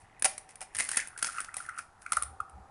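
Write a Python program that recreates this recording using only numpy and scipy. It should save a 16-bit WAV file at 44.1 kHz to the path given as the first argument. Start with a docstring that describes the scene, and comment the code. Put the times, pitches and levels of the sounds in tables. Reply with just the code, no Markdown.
"""Over a faint kitchen background with soft low bumps, an egg is knocked on the rim of a plastic bowl.
Thumbs then crunch into the shell and pull it apart: filtered noise impulses make snaps and crumbling.
Short tone bursts pop in the wet inside, and damped modes ring the bowl at each knock.
Swarms of tiny pops then squelch, lower on the whole as the shell opens; bowl air and room respond throughout.
The sound is close, and its top is cut steeply."""
import sys
import numpy as np
from scipy import signal
from scipy.fft import rfft, irfft, next_fast_len
from scipy.io import wavfile

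SR = 44100
rng = np.random.default_rng(int(sys.argv[2]) if len(sys.argv) > 2 else 0)


def unload_audio(sound):
    """Save the sound as a 16-bit wav file, at the path given as the first command line argument."""
    columns = np.transpose(np.atleast_2d(sound))
    # keep every value between -1 and 1, then stretch to whole-number steps
    steps = np.round(np.clip(columns, -1, 1) * 32767)
    wavfile.write(sys.argv[1], SR, steps.astype(np.int16))


N = 119070
TIME = np.arange(N) / SR  # s


def from_db(db):
    """Logarithmic level: decibels become amplitude gain."""
    return 10 ** (np.asarray(db) / 20)


def rms_one(x):
    """Power normalisation: scale to unit root mean square."""
    return x / np.sqrt(np.mean(x ** 2) + 1e-20)


def at_hz(points, hz, axis=1):
    """Logarithmic frequency scale: interpolate a column of a table along it."""
    p = np.array(points)
    return np.interp(np.log(np.maximum(hz, 1)), np.log(p[:, 0]), p[:, axis])


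def add(out, s, sound):
    """Superposition: mix a sound in at a time in seconds."""
    i = max(int(s * SR), 0)
    out[i:i + len(sound)] += sound[:max(N - i, 0)]


def colour(x, spectrum):
    """Minimum-phase filtering: a causal response from the cepstrum; white noise keeps its power."""
    size = 2 * next_fast_len(N)
    gain = rms_one(from_db(at_hz(spectrum, np.fft.rfftfreq(size, 1 / SR))))
    cepstrum = irfft(np.log(gain))
    # Folding the cepstrum onto positive time makes the filter causal
    cepstrum[1:size // 2] *= 2
    cepstrum[size // 2 + 1:] = 0
    return irfft(rfft(x, size) * np.exp(rfft(cepstrum)))[:N]


# steady background of the kitchen: (frequency [Hz], relative level [dB])
BACKGROUND_SPECTRUM = [(20, 0.5), (65, 1), (110, 0), (200, -8), (550, -12), (780, -0.5), (1050, -6),
                       (1400, -10), (2200, -22), (3500, -26), (10000, -28), (12000, -14)]
BACKGROUND_DB = -59
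# faint hollow rush: (time [s], level [dB])
RUSH_LEVELS = [(0, -68.5), (.45, -63.5), (.7, -63), (1.95, -86.5), (2.35, -55.5), (2.46, -64), (2.55, -57),
               (2.7, -58.5)]
# colour of the hollow rush: (frequency [Hz], relative level [dB])
RUSH_SPECTRUM = [(150, -24), (450, -10.5), (690, -17), (765, 4.5), (850, -5.5), (1050, -15), (1700, -28.5),
                 (3000, -40)]
# soft low bumps: (time of the height [s], level [dB], Gaussian width [s], pitch [Hz])
BUMPS = [(0.041, -54.5, 0.0092, 95), (0.765, -51.5, 0.0085, 80), (2.185, -48, 0.013, 66),
         (2.262, -47, 0.027, 65.8), (2.315, -47, 0.023, 74), (2.419, -48.5, 0.0057, 69),
         (2.559, -45, 0.019, 68.6), (2.61, -48.5, 0.019, 68), (2.59, -56, 0.015, 193)]
BUMP_OVERTONE_RATIO, BUMP_OVERTONE_DB = 1.65, -14


def background():
    """Stationary noise and Gaussian tone bursts: steady air, a faint hollow rush and low bumps."""
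    air = from_db(BACKGROUND_DB) * colour(rng.standard_normal(N), BACKGROUND_SPECTRUM)
    rush_level = from_db(np.interp(TIME, *np.transpose(RUSH_LEVELS)))
    out = air + colour(rng.standard_normal(N), RUSH_SPECTRUM) * rush_level
    for s, db, width, hz in BUMPS:
        phase = 2 * np.pi * hz * (TIME - s)
        tone = np.sin(phase) + from_db(BUMP_OVERTONE_DB) * np.sin(BUMP_OVERTONE_RATIO * phase)
        out += from_db(db) * np.exp(-.5 * ((TIME - s) / width) ** 2) * tone
    return out


# spells of fine crumbling as the shell gives way, before colouring:
# (time of the height [s], level [dB], rise time constant [s], fall time constant [s])
CRUMBLING = [(0, -60, .01, 0.036), (0.259, -23.5, 0.0058, 0.0062), (0.507, -50, 0.0084, 0.017),
             (0.624, -41, 0.0066, 0.011), (0.799, -25, 0.013, 0.021), (.94, -36, 0.047, 0.02),
             (0.984, -35, 0.0064, 0.029), (1.259, -37, 0.029, 0.047), (1.386, -43, 0.035, 0.042),
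             (1.571, -40.5, 0.0072, 0.056), (1.792, -44.5, 0.014, 0.016), (2.021, -48, 0.0031, 0.0074),
             (2.174, -45.5, 0.05, 0.032)]
GRAINS_PER_S, GRAIN_SPREAD_DB = 800, 4.0  # mean rate; scale of the uneven sizes


def crunch():
    """Random impulse process: dense uneven grains build and die away with each press."""
    level = 0
    for s, db, rise, fall in CRUMBLING:
        level = level + from_db(db) * np.exp(-np.maximum((s - TIME) / rise, (TIME - s) / fall))
    sizes = from_db(GRAIN_SPREAD_DB * np.minimum(rng.exponential(1, N), 3))
    signed_sizes = sizes * rng.choice([-1, 1], N)
    grains = signed_sizes * (rng.random(N) < GRAINS_PER_S / SR)
    return level * rms_one(grains)


def burst(rise_s, decay_s):
    """Transient envelope: a rounded rise is followed by a free exponential decay."""
    t = np.arange(SR // 40) / SR
    rise = np.sin(np.pi / 2 * np.minimum(t / rise_s, 1)) ** 2
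    return rise * np.exp(-np.maximum(t - rise_s, 0) / decay_s)


BREAKS_PER_S = 7000  # mean rate


def flurry(envelope):
    """Random impulse burst: separate tiny breaks of uneven size share their envelope's energy."""
    n = len(envelope)
    breaks = rng.standard_normal(n) * (rng.random(n) < BREAKS_PER_S / SR)
    return rms_one(envelope * breaks) * np.sqrt(np.mean(envelope ** 2))


# single fractures of the shell, before the trims below:
# (time [s], relative level [dB], body relative to bright edge [dB])
FRACTURES = [(0.1957, -37.5, -12), (0.223, -14, -9.5), (0.2448, -9, -8), (0.2513, -11, -11),
             (0.2538, -12, -5), (0.2576, -18.5, 3), (0.3793, -25.5, -6.5), (0.4909, -42.5, 0.5),
             (0.5563, -33.5, -10), (0.607, -30, -7.5), (0.6148, -29, -4), (0.626, -56, -22),
             (0.749, -24, -6), (0.7555, -45.5, 16), (0.767, -18, -18), (0.786, -17, -11), (0.796, -36, 1.5),
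             (0.8055, -17.5, -3.5), (0.8411, -29, -7), (0.848, -26, -17), (0.8883, -20, -19),
             (0.8902, -23.5, -1), (0.9147, -17, -10.5), (0.946, -34, -3), (0.9587, -25.5, -6),
             (0.9692, -15, -28), (0.9714, -16, 2.5), (0.9712, -16.5, -22), (1.002, -39.5, 14),
             (1.073, -30.5, -7.5), (1.0828, -31.5, -28), (1.1764, -28, -6), (1.1877, -32, -7),
             (1.1923, -38, 3), (1.2259, -14.5, -3.5), (1.2451, -25.5, 5.5), (1.2694, -24, -3),
             (1.4038, -21.5, -7.5), (1.4135, -28, -9.5), (1.4454, -31.5, -2.5), (1.541, -27.5, -6.5),
             (1.5674, -20.5, -18), (1.6628, -40.5, -2.5), (1.6916, -37, -4.5), (1.7851, -30, -4),
             (1.79, -36, -1), (2.063, -42, -0.5), (2.1208, -14.5, -8), (2.1311, -20, -1),
             (2.1683, -17.5, -8.5), (2.2229, -16, -19), (2.2327, -21, -11), (2.4036, -39.5, -2.5),
             (2.496, -45, -11.5)]
SNAP_DB, SNAP_BODY_DB, CRUNCH_BODY_DB = -2.5, -2, -4  # trims: edge of snaps, body of snaps, body of crunch
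SNAP_RISE_S, SNAP_DECAY_S = .0014, .0026  # decay is a time constant
# bright edge of breaking shell: (frequency [Hz], relative level [dB])
EDGE_SPECTRUM = [(3000, -20), (7000, -27), (8200, -7), (8900, -1), (9500, 2.5), (9950, -3), (10400, 1.5),
                 (11000, -13.5), (12000, -4)]
# duller body of breaking shell: (frequency [Hz], relative level [dB])
BODY_SPECTRUM = [(100, -24.5), (450, -11.5), (1100, -4.5), (1900, 0), (2650, -4), (3700, -11), (4400, -7),
                 (5700, -3.5), (7500, -3.5), (10000, -4.5)]


def shell():
    """Brittle fracture: flurries of tiny breaks and crumbling have a bright edge and a duller body."""
    edge, body = crunch(), from_db(CRUNCH_BODY_DB) * crunch()
    envelope = burst(SNAP_RISE_S, SNAP_DECAY_S)
    for s, db, body_db in FRACTURES:
        start = s - SNAP_RISE_S / 2
        add(edge, start, from_db(db + SNAP_DB) * flurry(envelope))
        add(body, start, from_db(db + body_db + SNAP_BODY_DB) * flurry(envelope))
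    return colour(edge, EDGE_SPECTRUM) + colour(body, BODY_SPECTRUM)


# air resonances in the hollow of the bowl: (frequency [Hz], gain at resonance [dB], T60 [s])
AIR_RESONANCES = [(1387, -7.5, 0.055), (1856, -2.5, 0.2), (2134, -11.5, 0.2), (2520, -3, .09)]


def hollow(x):
    """Cavity resonance: narrow air modes of the bowl are set ringing by the egg."""
    t, response = TIME[:SR // 2], 0
    for hz, db, t60 in AIR_RESONANCES:
        unit_gain = 2 * np.log(1000) / (t60 * SR)  # makes the gain at resonance near one
        response = response + from_db(db - 60 * t / t60) * np.cos(2 * np.pi * hz * t) * unit_gain
    return signal.fftconvolve(x, response)[:N]


# reverberation of the kitchen: (frequency [Hz], relative level [dB], T60 [s])
REVERBERATION = [(300, -5, 0.39), (725, -14, 0.49), (1510, -7, 0.19), (2207, -11.5, 0.36),
                 (4140, -8.5, 0.29), (10800, -12, 0.22)]
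ROOM_ONSET_S = .0014


def kitchen():
    """Diffuse reverberation: the noise response decays at its own rate in each octave."""
    t, response = TIME[:SR // 2], 0
    for low in 180 * 2. ** np.arange(6):
        centre = low * np.sqrt(2)
        octave = signal.butter(2, [low, 2 * low], "band", fs=SR, output="sos")
        band = signal.sosfilt(octave, rng.standard_normal(len(t)))
        decay = np.exp(-np.log(1000) * t / at_hz(REVERBERATION, centre, axis=2))
        envelope = decay * (1 - np.exp(-(t / ROOM_ONSET_S) ** 2))
        level = from_db(at_hz(REVERBERATION, centre))
        response = response + level * band * envelope / np.linalg.norm(envelope)
    return response


# small air pockets popping in the wet egg, before the trim: (time [s], relative level [dB], pitch [Hz])
AIR_POCKETS = [(0.223, -26.5, 1750), (0.7489, -33, 1730), (0.7852, -26, 1800), (0.7935, -28, 1640),
               (0.8009, -23, 1860), (0.8084, -27, 2020), (0.8481, -36, 1990), (0.8906, -28.5, 1560),
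               (0.9149, -30, 1600), (0.9342, -30, 1860), (0.9457, -28, 1830), (0.9687, -56, 2030),
               (0.9923, -20.5, 1770), (0.9994, -24, 2090), (1.0203, -28.5, 1850), (1.1634, -36, 1510),
               (1.2262, -23, 1510), (1.2442, -22.5, 1470), (1.2887, -27, 1400), (1.2969, -29.5, 1400),
               (1.3664, -31, 1390), (1.3833, -25.5, 1350), (1.3838, -28.5, 2670), (1.3934, -28.5, 1390),
               (1.404, -29, 1400), (1.4859, -32.5, 1380), (1.4905, -35, 1890), (1.5426, -34, 1380),
               (1.543, -38.5, 2480), (1.581, -35.5, 1950), (1.6034, -28.5, 1390), (1.653, -38, 1880),
               (1.6885, -25, 1446), (1.694, -32.5, 1950), (1.6952, -27.5, 1395), (1.7037, -41, 1450),
               (1.7767, -27, 1380), (1.7898, -25, 1370), (1.7915, -36.5, 2440), (2.0629, -27.5, 1433),
               (2.0633, -31, 2270), (2.1215, -16, 1318), (2.1301, -49, 1830), (2.1625, -35, 1430),
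               (2.1711, -12.5, 1316), (2.2184, -32, 1200), (2.2235, -27, 1280), (2.4031, -18, 1291)]
POP_DB = -3  # trim applied in scene()
POP_DELAY_S, POP_CYCLES = .0015, 1.875  # lag of the height; Gaussian width in cycles
POP_SAG_PER_S = 4  # fraction of the pitch lost per second
POP_OVERTONE_RATIO, POP_OVERTONE_DB = 1.95, -30


def pops(rows):
    """Bubble oscillation: each pocket swells and fades in a few cycles, with an overtone and a sagging pitch."""
    out = np.zeros(N)
    t = np.arange(-SR // 150, SR // 100) / SR
    for s, db, hz in rows:
        envelope = np.exp(-.5 * ((t - POP_DELAY_S) * hz / POP_CYCLES) ** 2)
        phase = 2 * np.pi * hz * t * (1 - POP_SAG_PER_S * t / 2)
        # The overtone is briefer than the fundamental
        overtone = from_db(POP_OVERTONE_DB) * envelope ** 2 * np.sin(POP_OVERTONE_RATIO * phase)
        add(out, s + t[0], from_db(db) * envelope * (np.sin(phase) + overtone))
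    return out


# egg or fingers meet the rim: (time [s], relative level [dB])
RIM_CONTACTS = [(.2452, -29.5), (.2520, -22), (.2570, -22), (.6130, -34.5), (.6222, -37), (1.568, -38.5),
                (2.1715, -31.5)]
# modes of the plastic bowl: (frequency [Hz], relative level [dB], T60 [s])
BOWL_MODES = [(622, -3, 0.036), (772.6, 3.5, 0.026), (854, 4.5, 0.02), (1363, -24, 0.12),
              (1975, -3.5, .025), (2396, -1.5, .02), (2856, -1, .015)]
CONTACT_S = .005


def bowl():
    """Modal vibration: contacts with the rim, softened by the yielding shell, ring the damped plastic."""
    out, t = np.zeros(N), TIME[:SR // 4]
    ring = sum(from_db(db - 60 * t / t60) * np.sin(2 * np.pi * hz * t) for hz, db, t60 in BOWL_MODES)
    softened_ring = ring * np.minimum(t / CONTACT_S, 1)
    for s, db in RIM_CONTACTS:
        add(out, s, from_db(db) * softened_ring)
    return out


# squelching of the egg white: (time [s], level [dB], base pitch [Hz])
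SQUELCHING = [(.73, -66.5, 1910), (0.801, -34.5, 2030), (.86, -77, 1850), (0.999, -37, 1925),
              (1.081, -63.5, 1460), (1.26, -52, 1390), (1.32, -55.5, 1420), (1.388, -40.5, 1468),
              (1.46, -59.5, 1406), (1.8, -50.5, 1362), (1.872, -77.5, 1437), (2.18, -50.5, 1340),
              (2.3, -67, 1270)]
# pocket sizes in the squelch: (pitch ratio [1], relative level [dB])
POCKET_SIZES = [(1, 2), (1.35, -5), (1.821, -11.5)]
SQUELCH_POPS_PER_S = 330  # for each pocket size
SQUELCH_SPREAD_OCT, SQUELCH_SPREAD_DB = .1, 4  # standard deviation of pitch; scale of random level


def squelch():
    """Bubble swarm: uneven tiny pops in three sizes, their pitch falling overall as the shell opens."""
    s, db, hz = np.transpose(SQUELCHING)
    times, swarm = np.arange(0, N / SR, 1 / SQUELCH_POPS_PER_S), 0
    for ratio, size_db in POCKET_SIZES:
        late, size, pitch = rng.standard_normal((3, len(times)))
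        uneven_times = times + late / SQUELCH_POPS_PER_S
        levels = size_db + SQUELCH_SPREAD_DB * np.minimum(size, 2)
        pitches = ratio * np.interp(times, s, hz) * 2 ** (SQUELCH_SPREAD_OCT * pitch)
        swarm = swarm + pops(zip(uneven_times, levels, pitches))
    return rms_one(swarm) * from_db(np.interp(TIME, s, db))


def scene():
    """Linear superposition: shell, wet egg and bowl excite the bowl air and kitchen over the background."""
    floor, room = background(), kitchen()
    egg = shell() + from_db(POP_DB) * pops(AIR_POCKETS) + bowl() + squelch()
    reflections = signal.fftconvolve(egg, room)[:N]
    return (egg + hollow(egg) + reflections + floor)[None]


CUTOFF_HZ = 10800


def record(dry):
    """Low-pass filtering: a twelfth-order Chebyshev filter cuts the top steeply."""
    low_pass = signal.cheby1(12, .3, CUTOFF_HZ, fs=SR, output="sos")  # 0.3 dB passband ripple
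    return signal.sosfilt(low_pass, dry)


dry = scene()
out = record(dry)
unload_audio(out)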